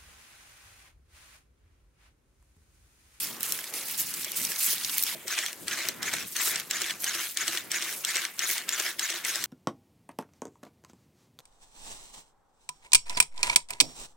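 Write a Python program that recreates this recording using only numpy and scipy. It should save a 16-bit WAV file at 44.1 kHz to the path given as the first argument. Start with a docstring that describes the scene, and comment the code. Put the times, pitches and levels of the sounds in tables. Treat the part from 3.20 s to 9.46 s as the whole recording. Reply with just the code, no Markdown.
"""On a lawn, a four-legged robot trots some metres off, then right beside the listener.
A light breeze rumbles underneath. The feet crack dry stalks, brush through grass and leaves,
and thud on the turf. In each stride the gears whirr, clack as their slack closes,
and whine up and down as a leg lifts, then again as it lowers."""
import sys
import numpy as np
from scipy import signal
from scipy.fft import rfft, irfft, next_fast_len
from scipy.io import wavfile
from scipy.ndimage import uniform_filter1d, map_coordinates

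SR = 44100
rng = np.random.default_rng(int(sys.argv[2]) if len(sys.argv) > 2 else 0)


def master_out(mix):
    """Clip the mix to full scale and print it as 16-bit PCM to the path in sys.argv[1]."""
    frames = np.transpose(np.atleast_2d(mix))
    ceiling = np.clip(frames, -1, 1)
    pcm = np.round(ceiling * 32767).astype(np.int16)
    wavfile.write(sys.argv[1], SR, pcm)


N = 276066
TIME = np.arange(N) / SR
CLOSE_S = 1.95  # from here on the robot is close
LAND_S = 0.1075  # time from a stride's take-off to its landing


def amp(db):
    """Turn decibels into a volume multiplier."""
    return 10 ** (np.asarray(db) / 20)


def unit(x):
    """Scale a sound so that its first channel has an average strength (rms) of 1."""
    return x / np.sqrt(np.mean(np.atleast_2d(x)[0] ** 2) + 1e-20)


def wobble(per_s):
    """A smooth random curve through per_s random values a second."""
    values = rng.standard_normal(int(N * per_s / SR) + 4)
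    return map_coordinates(values, [TIME * per_s], mode="nearest")


def held(t, rise_s, length_s, fade_s):
    """A volume that rises from t = 0, holds until length_s and dies away."""
    return np.clip(t / rise_s, 0, 1) * np.exp(-np.maximum(t - length_s, 0) / fade_s)


def filtered(x, response):
    """Turn each pitch in a sound up or down by the multiplier response(hz)."""
    size = next_fast_len(N + 8192)
    return irfft(rfft(x, size) * response(np.fft.rfftfreq(size, 1 / SR)), size)[..., :N]


def coloured(x, colour):
    """Shape a sound's bass and treble along rows of pitch_hz, level_db."""
    pitch_hz, level_db = np.transpose(colour)
    return filtered(x, lambda hz: amp(np.interp(np.log(hz + 1), np.log(pitch_hz + 1), level_db)))


def noise(colour, patchy_db, patch, envelope=1):
    """Mid and side noise whose tone shifts in random patches, sized (pitch bands, time steps)."""
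    bands = signal.stft(envelope * rng.standard_normal((2, N)), nperseg=256)[2]
    drift = rng.standard_normal(bands.shape[1:])
    drift = uniform_filter1d(uniform_filter1d(drift, patch[0], axis=0), patch[1], axis=1)
    drift = unit(drift.ravel()).reshape(drift.shape)
    patchy = signal.istft(bands * amp(patchy_db * drift), nperseg=256)[1][:, :N]
    return unit(coloured(patchy, colour))


def grains(per_s, spread_db, life_s):
    """The volume of many tiny touches, random in time and size, each dying quickly."""
    touches = rng.random(N) < per_s / SR
    sizes = amp(spread_db * np.clip(rng.standard_normal(N), -2, 2))
    energy = signal.lfilter([1], [1, -np.exp(-2 / (life_s * SR))], touches * sizes ** 2 / per_s)
    return unit(np.sqrt(energy))


def ring(tones, t, scatter_db):
    """A struck part's tones, each fading 60 dB in its ring_s: shape (tones, mid and side, samples)."""
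    pitch_hz, level_db, ring_s = np.transpose(tones)[:, :, None, None]
    struck_db = level_db + scatter_db * rng.standard_normal((len(tones), 1, 1))
    phase = rng.uniform(0, 2 * np.pi, (len(tones), 2, 1))
    return amp(struck_db - 60 * t / ring_s) * np.sin(2 * np.pi * pitch_hz * t + phase)


def add(track, start_s, sound):
    """Mix a sound into a track at start_s."""
    part = track[:, max(round(start_s * SR), 0):]
    part[:, :sound.shape[1]] += sound[:, :part.shape[1]]


# The tone of the open air: pitch_hz, level_db
AIR_COLOUR = [(25, -37), (100, -17), (350, -2.5), (800, -6), (2000, -2), (5000, -16), (16000, -20.5)]


def air():
    """A faint, steady hush hangs over the open lawn."""
    mid, side = amp(-50.5) * noise(AIR_COLOUR, patchy_db=3.5, patch=(12, 60))
    return np.array([mid, coloured(side, [(300, -17.5), (2000, -5.5)])])


# Puffs of wind: start_s, length_s, level_db
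GUSTS = [(0.004, .12, -50.5), (.18, 0.19, -57.5), (0.672, .35, -54.5), (1.167, .14, -53.5),
         (1.45, 0.27, -56), (1.757, 0.32, -60), (2.374, 0.059, -51.5), (2.638, .15, -54),
         (2.772, 0.28, -52), (3.08, 0.44, -60), (3.54, 0.46, -61), (4.204, .35, -59.5), (6.18, .08, -56)]
# The tone of the wind's rumble: pitch_hz, level_db
WIND_COLOUR = [(20, -36), (40, -27), (70, -9), (120, -3.5), (190, 0.5), (300, -2.5), (500, -12.5),
               (1000, -23), (3000, -48)]
# How wide the wind sounds: pitch_hz, side_level_db
WIND_WIDTH = [(60, -9), (150, -6.5), (330, 1.5), (800, 3)]


def breeze():
    """Lumpy gusts rumble on the microphone, differently on the left and the right."""
    calm_power = amp(-65.5) ** 2
    power = calm_power
    for start_s, length_s, level_db in GUSTS:
        power = power + (amp(level_db) * held(TIME - start_s, 0.028, length_s, fade_s=0.046)) ** 2
    lumps = amp(1.8 * wobble(per_s=22))
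    mid, side = np.sqrt(power) * lumps * noise(WIND_COLOUR, patchy_db=2, patch=(1, 14))
    gust_share = 1 - calm_power / power
    return np.array([mid, gust_share * coloured(side, WIND_WIDTH)])


# How hard the legs work while far off: time_s, level_db
FAR_EFFORT = [(0.0, -45.5), (0.038, -38.5), (0.194, -54), (0.21, -44), (0.504, -45.5), (0.52, -54),
              (0.542, -40.5), (0.922, -46), (1.394, -41.5), (1.416, -40), (1.95, -37.5)]
# The close strides, which also drive the thuds, clacks and whine. Each sound adds its own level offset.
# start_s, lift_db, lower_db, top_pitch_hz, whine_db, hold_s, takeoff_clack_db, landing_clack_db
STRIDES = [(2.0802, -35, -33, 6460, -34.5, .2, -19.5, -14.5), (2.4812, -35, -34, 6380, -34, 0.21, -16, -30),
           (2.829, -35.5, -33.5, 7000, -37.5, .19, -18.5, -17),
           (3.165, -32.5, -32.5, 7740, -30.5, .23, -16, -20),
           (3.51, -34.5, -32.5, 7170, -34, 0.2, -12.5, -16.5),
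           (3.8424, -34, -32.5, 6710, -32, 0.21, -13.5, -21),
           (4.172, -34.5, -32, 6880, -33, 0.21, -12.5, -14.5),
           (4.516, -32.5, -34, 6970, -31.5, 0.21, -14.5, -19.5),
           (4.8485, -34, -32, 7220, -33.5, 0.2, -12.5, -16), (5.192, -34.5, -34, 6790, -31, 0.21, -14, -22),
           (5.4909, -34.5, -32, 7160, -32.5, 0.2, -12.5, -17),
           (5.794, -34.5, -33.5, 6850, -31.5, 0.19, -13.5, -20),
           (6.049, -34.5, -33.5, 6670, -35, .21, -16.5, -16.5)]


def effort():
    """How hard the legs work, far and near: a close stride holds a load and surges at lift and landing."""
    far = amp(np.interp(TIME, *np.transpose(FAR_EFFORT))) * (TIME < CLOSE_S)
    near_power = np.zeros((1, N))
    lead_s = 0.016  # the motors start just before take-off
    t = np.arange(SR // 2) / SR - lead_s
    lift_at_s, lift_width_s, land_width_s = 0.044, 0.016, 0.012
    lift = amp(-2) * np.exp(-0.5 * ((t - lift_at_s) / lift_width_s) ** 2)
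    land = amp(-2) * np.exp(-0.5 * ((t - LAND_S) / land_width_s) ** 2)
    for start_s, lift_db, lower_db, _, _, hold_s, *_ in STRIDES:
        hold = amp(-4) * held(t + lead_s, 0.012, lead_s + hold_s, fade_s=0.029)
        strength = amp(np.interp(t, [lift_at_s, LAND_S], [lift_db, lower_db]))
        power = strength ** 2 * (hold ** 2 + lift ** 2 + land ** 2)
        add(near_power, start_s - lead_s, power[None])
    return far, np.sqrt(near_power[0])


# The tone of a cracking stalk: pitch_hz, level_db
STALK_COLOUR = [(800, -20), (2200, -3), (4200, 2), (7000, 0), (16000, -11)]


def stalks(far_effort):
    """Dry stalks crack at random as the robot crosses the far lawn."""
    cracks = grains(per_s=20, spread_db=4, life_s=0.0047)
    return far_effort * amp(-4.5) * noise(STALK_COLOUR, patchy_db=3.5, patch=(6, 6), envelope=cracks)


# A foot sweeps through the grass: start_s, length_s, relative_level_db
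SWISHES = [(-.02, 0.057, -34), (0.22, 0.062, -36), (0.28, 0.1, -39.5), (.535, 0.043, -36.5),
           (.65, .07, -37), (0.769, 0.036, -28), (.85, .17, -39), (1.151, 0.033, -30), (1.21, 0.03, -33),
           (1.273, 0.05, -35.5), (1.376, 0.15, -29), (1.716, 0.1, -34), (2.304, 0.25, -57.5),
           (3.05, 0.12, -42.5), (3.202, 0.092, -30.5), (3.79, 0.036, -37.5), (3.99, 0.12, -39.5),
           (4.31, 0.034, -40.5), (4.63, .18, -41), (5.263, 0.071, -32.5), (5.562, .14, -42),
           (6.052, 0.033, -37)]
# The tone of rustling blades: pitch_hz, level_db
GRASS_COLOUR = [(400, -31), (1200, -13.5), (2500, -10.5), (4500, -5.5), (7000, -2), (10000, 1),
                (13000, 0.5), (16000, -2.5)]


def grass(far_effort, near_effort):
    """Blades and dry leaves crackle on the feet: a light touch bends a few, a deep sweep very many."""
    power = amp(-52) ** 2 + (amp(-0.5) * far_effort) ** 2 + (amp(-9.5) * near_effort) ** 2
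    for start_s, length_s, swish_db in SWISHES:
        power = power + (amp(swish_db) * held(TIME - start_s, 0.02, length_s, fade_s=0.029)) ** 2
    level_db = 10 * np.log10(power)
    touches = grains(per_s=3000 + 1500 * amp(level_db + 40), spread_db=3.8, life_s=0.0007)
    crackle = noise(GRASS_COLOUR, patchy_db=2.3, patch=(12, 6), envelope=touches)
    return amp(level_db + 2.5 + wobble(per_s=90)) * crackle


# Soft low thumps outside the strides' beat, one as the sound jumps from far to close: start_s, peak_db
STRAY_THUMPS = [(1.064, -43.5), (1.3, -42.5), (1.528, -40.5), (1.948, -38), (2.05, -40), (2.645, -41),
                (2.687, -39), (3.346, -40), (4.345, -40)]
# The tones of the body when a foot lands, also used for the stray thumps: pitch_hz, level_db, ring_s
BODY_TONES = [(200, -24, 0.071), (341.2, -11, 0.13), (385, 1.5, 0.033), (527, -6.5, 0.047),
              (624, -1.5, 0.048)]


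def thuds():
    """Rubber feet land on turf and the body booms softly; similar low thumps fall outside the beat."""
    out, t = np.zeros((2, N)), np.arange(SR // 4) / SR
    soft_rise = 1 - np.exp(-t / 0.0064)
    landings = [(start_s + LAND_S, lower_db - 6.5) for start_s, _, lower_db, *_ in STRIDES]
    for start_s, peak_db in landings + STRAY_THUMPS:
        pitch_ratio = np.exp(0.04 * rng.standard_normal())
        hit = ring(BODY_TONES, t * pitch_ratio, scatter_db=3.5).sum(0) * soft_rise
        add(out, start_s, hit / np.abs(hit[0]).max() * amp(peak_db))
    return out


# The tone of the gears close by: pitch_hz, level_db
NEAR_GEAR_COLOUR = [(150, -74), (340, -6), (470, -21.5), (680, -11), (850, -14.5), (1250, -6), (1650, -1),
                    (2200, 0), (2600, -3), (3600, -3), (4900, -8), (5900, -5.5), (8200, -9), (11000, -18),
                    (16000, -24)]
# The tone of the gears far off: pitch_hz, level_db
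FAR_GEAR_COLOUR = [(150, -37), (340, -43), (800, -14.5), (1500, -10.5), (2200, -4), (3000, -6),
                   (6000, -10.5), (16000, -20)]


def whirr(far_effort, near_effort):
    """Gear teeth rattle in their cases, as loud as the legs work; from afar they sound thinner."""
    teeth = grains(per_s=3500, spread_db=5, life_s=0.0015)
    near = amp(1.7) * noise(NEAR_GEAR_COLOUR, patchy_db=3, patch=(3, 8), envelope=teeth)
    flicker = amp(0.24 + 1.3 * wobble(per_s=45))
    far = flicker * noise(FAR_GEAR_COLOUR, patchy_db=3, patch=(3, 8), envelope=teeth)
    return near_effort * near + far_effort * far


def gear_tone(top_hz, half_s, waver, rough):
    """One leg move: the motor speeds up and slows again; its tone is strongest near top speed."""
    progress = np.arange(-round(half_s * SR), round(half_s * SR)) / (half_s * SR)  # -1 to 1
    speed = np.cos(progress * np.pi / 2)
    flutter, load = unit(uniform_filter1d(rng.standard_normal((2, len(progress))), size=80))
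    phase = 2 * np.pi * np.cumsum(top_hz * speed * (1 + waver * flutter)) / SR
    offset = rng.uniform(0, 2 * np.pi, (2, 1))
    return speed ** 4 * (1 + rough * load) * np.sin(phase + offset)


def whine():
    """The gears sing up and down twice in each close stride: a fast lift, then a slower lowering."""
    out = np.zeros((2, N))
    lift_half_s, lower_half_s = 0.049, 0.065
    for start_s, lift_db, lower_db, top_hz, whine_db, *_ in STRIDES:
        lift_s, lower_s = start_s + 0.047 - lift_half_s, start_s + 0.16 - lower_half_s
        lower_hz = top_hz * 0.88
        add(out, lift_s, gear_tone(top_hz, lift_half_s, waver=0.024, rough=0.8) * amp(whine_db))
        add(out, lower_s, gear_tone(lower_hz, lower_half_s, waver=0.0245, rough=1) * amp(lower_db - 14.5))
        for ratio in (0.255, 0.32):  # slower gears growl underneath
            lift = gear_tone(top_hz * ratio, lift_half_s, waver=0.051, rough=0.13)
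            lower = gear_tone(lower_hz * ratio * 1.1, lower_half_s, waver=0.062, rough=0.23)
            add(out, lift_s, lift * amp(lift_db - 2.5))
            add(out, lower_s, lower * amp(lower_db - 13.5))
    return out


# Stray clacks of leg links, feet and dry stalks; knock is the low part, snap the high part.
# start_s, relative_level_db, relative_knock_db, relative_snap_db
STRAY_CLACKS = [(0.2068, -21, -7, -8), (0.2308, -11.5, 2, 7), (0.322, -11, -30, -7.5), (0.389, -23, 1, -11),
                (0.441, -25, -1, -22), (0.5381, -19, -30, -10), (0.9396, -19, -30, -10.5),
                (1.0453, -16.5, -18, -12.5), (1.118, -16.5, -20, -6), (1.216, -19, -29, -9),
                (1.2498, -14.5, -32, -14), (1.318, -21.5, -3, -20), (1.7815, -9, -28, -6),
                (1.825, -11, -12, -1), (1.8363, -7, -30, -1), (2.262, -17, 1, -16),
                (2.3295, -24, -3.5, -10), (2.6864, -11.5, -5, -11.5), (3.3582, -15.5, -8, -28),
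                (3.3985, -19, 0, -10), (3.707, -18, 4, -20), (4.3732, -16.5, 1.5, -28),
                (4.968, -16, -9, -29), (5.051, -16, 4, -28), (5.3113, -12, -26, -7), (5.3799, -18, -9, -19),
                (6.2396, -14, -5.5, -13)]
# The tones of a struck leg: pitch_hz, level_db, ring_s
LEG_TONES = [(1770, -4.5, 0.033), (2180, -0.5, 0.015), (2906, 1, 0.013), (3260, -4.5, 0.025),
             (4130, -6, 0.033), (5780, 1.5, 0.021), (7080, -14, 0.004), (7000, 2.5, 0.0065),
             (7800, 1.5, 0.018), (8700, 2, 0.017)]


def clacks():
    """Slack in the gears closes with a hard tick; the leg rings briefly, and dry stalks add a snap."""
    out, t = np.zeros((2, N)), np.arange(SR // 20) / SR
    is_low = np.transpose(LEG_TONES)[0] < 4000
    treble = signal.butter(2, 9500, "high", fs=SR, output="sos")
    middle = signal.butter(2, [3200, 9000], "band", fs=SR, output="sos")
    rise = 1 - np.exp(-(t / 0.00036) ** 2)
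    # same columns as the stray clacks
    takeoffs = [(start_s, takeoff_db, -9, -17.5) for start_s, *_, takeoff_db, _ in STRIDES]
    landings = [(start_s + LAND_S, landing_db, -7, -20.5) for start_s, *_, landing_db in STRIDES]
    for start_s, level_db, knock_db, snap_db in takeoffs + landings + STRAY_CLACKS:
        pose = np.exp(0.055 * rng.standard_normal())  # each leg and pose rings at its own pitch
        tones = ring(LEG_TONES, t * pose, scatter_db=2.5)
        crack = rng.standard_normal((2, len(t))) * amp(-60 * t / 0.011)
        tick = tones[~is_low].sum(0) + amp(11) * signal.sosfilt(middle, crack)
        knock = amp(knock_db + 4) * tones[is_low].sum(0)
        snap = amp(snap_db + 25) * signal.sosfilt(treble, crack)
        hit = rise * (tick + knock + snap)
        opening_strength = np.std(hit[0, t < 0.003])
        add(out, start_s, hit / opening_strength * amp(level_db - 8))
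    return out


# How wide the robot sounds: pitch_hz, side_level_db
ROBOT_WIDTH = [(60, -18), (250, -33), (800, -20.5), (2000, -14), (3300, -7), (5500, -2), (9000, -10.5),
               (15000, -9.5)]


def scene():
    """Mix everything as mid (what both ears share) and side (how they differ), then as left and right."""
    far, near = effort()
    robot_mid, robot_side = whirr(far, near) + whine() + clacks() + thuds() + grass(far, near) + stalks(far)
    lean = np.where(TIME < CLOSE_S, -0.07, 0.035)  # to the right when far, a little left when close
    robot_side = coloured(robot_side, ROBOT_WIDTH) + lean * robot_mid
    mid, side = np.array([robot_mid, robot_side]) + breeze() + air()
    return np.array([mid + side, mid - side])


def record(dry):
    """The microphone loses the deep bass and the very highest treble."""
    low_cut_hz, top_hz = 42, 16050
    return filtered(dry, lambda hz: (hz < top_hz) * hz ** 2 / np.hypot(hz ** 2, low_cut_hz ** 2))


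dry = scene()
out = record(dry)
master_out(out)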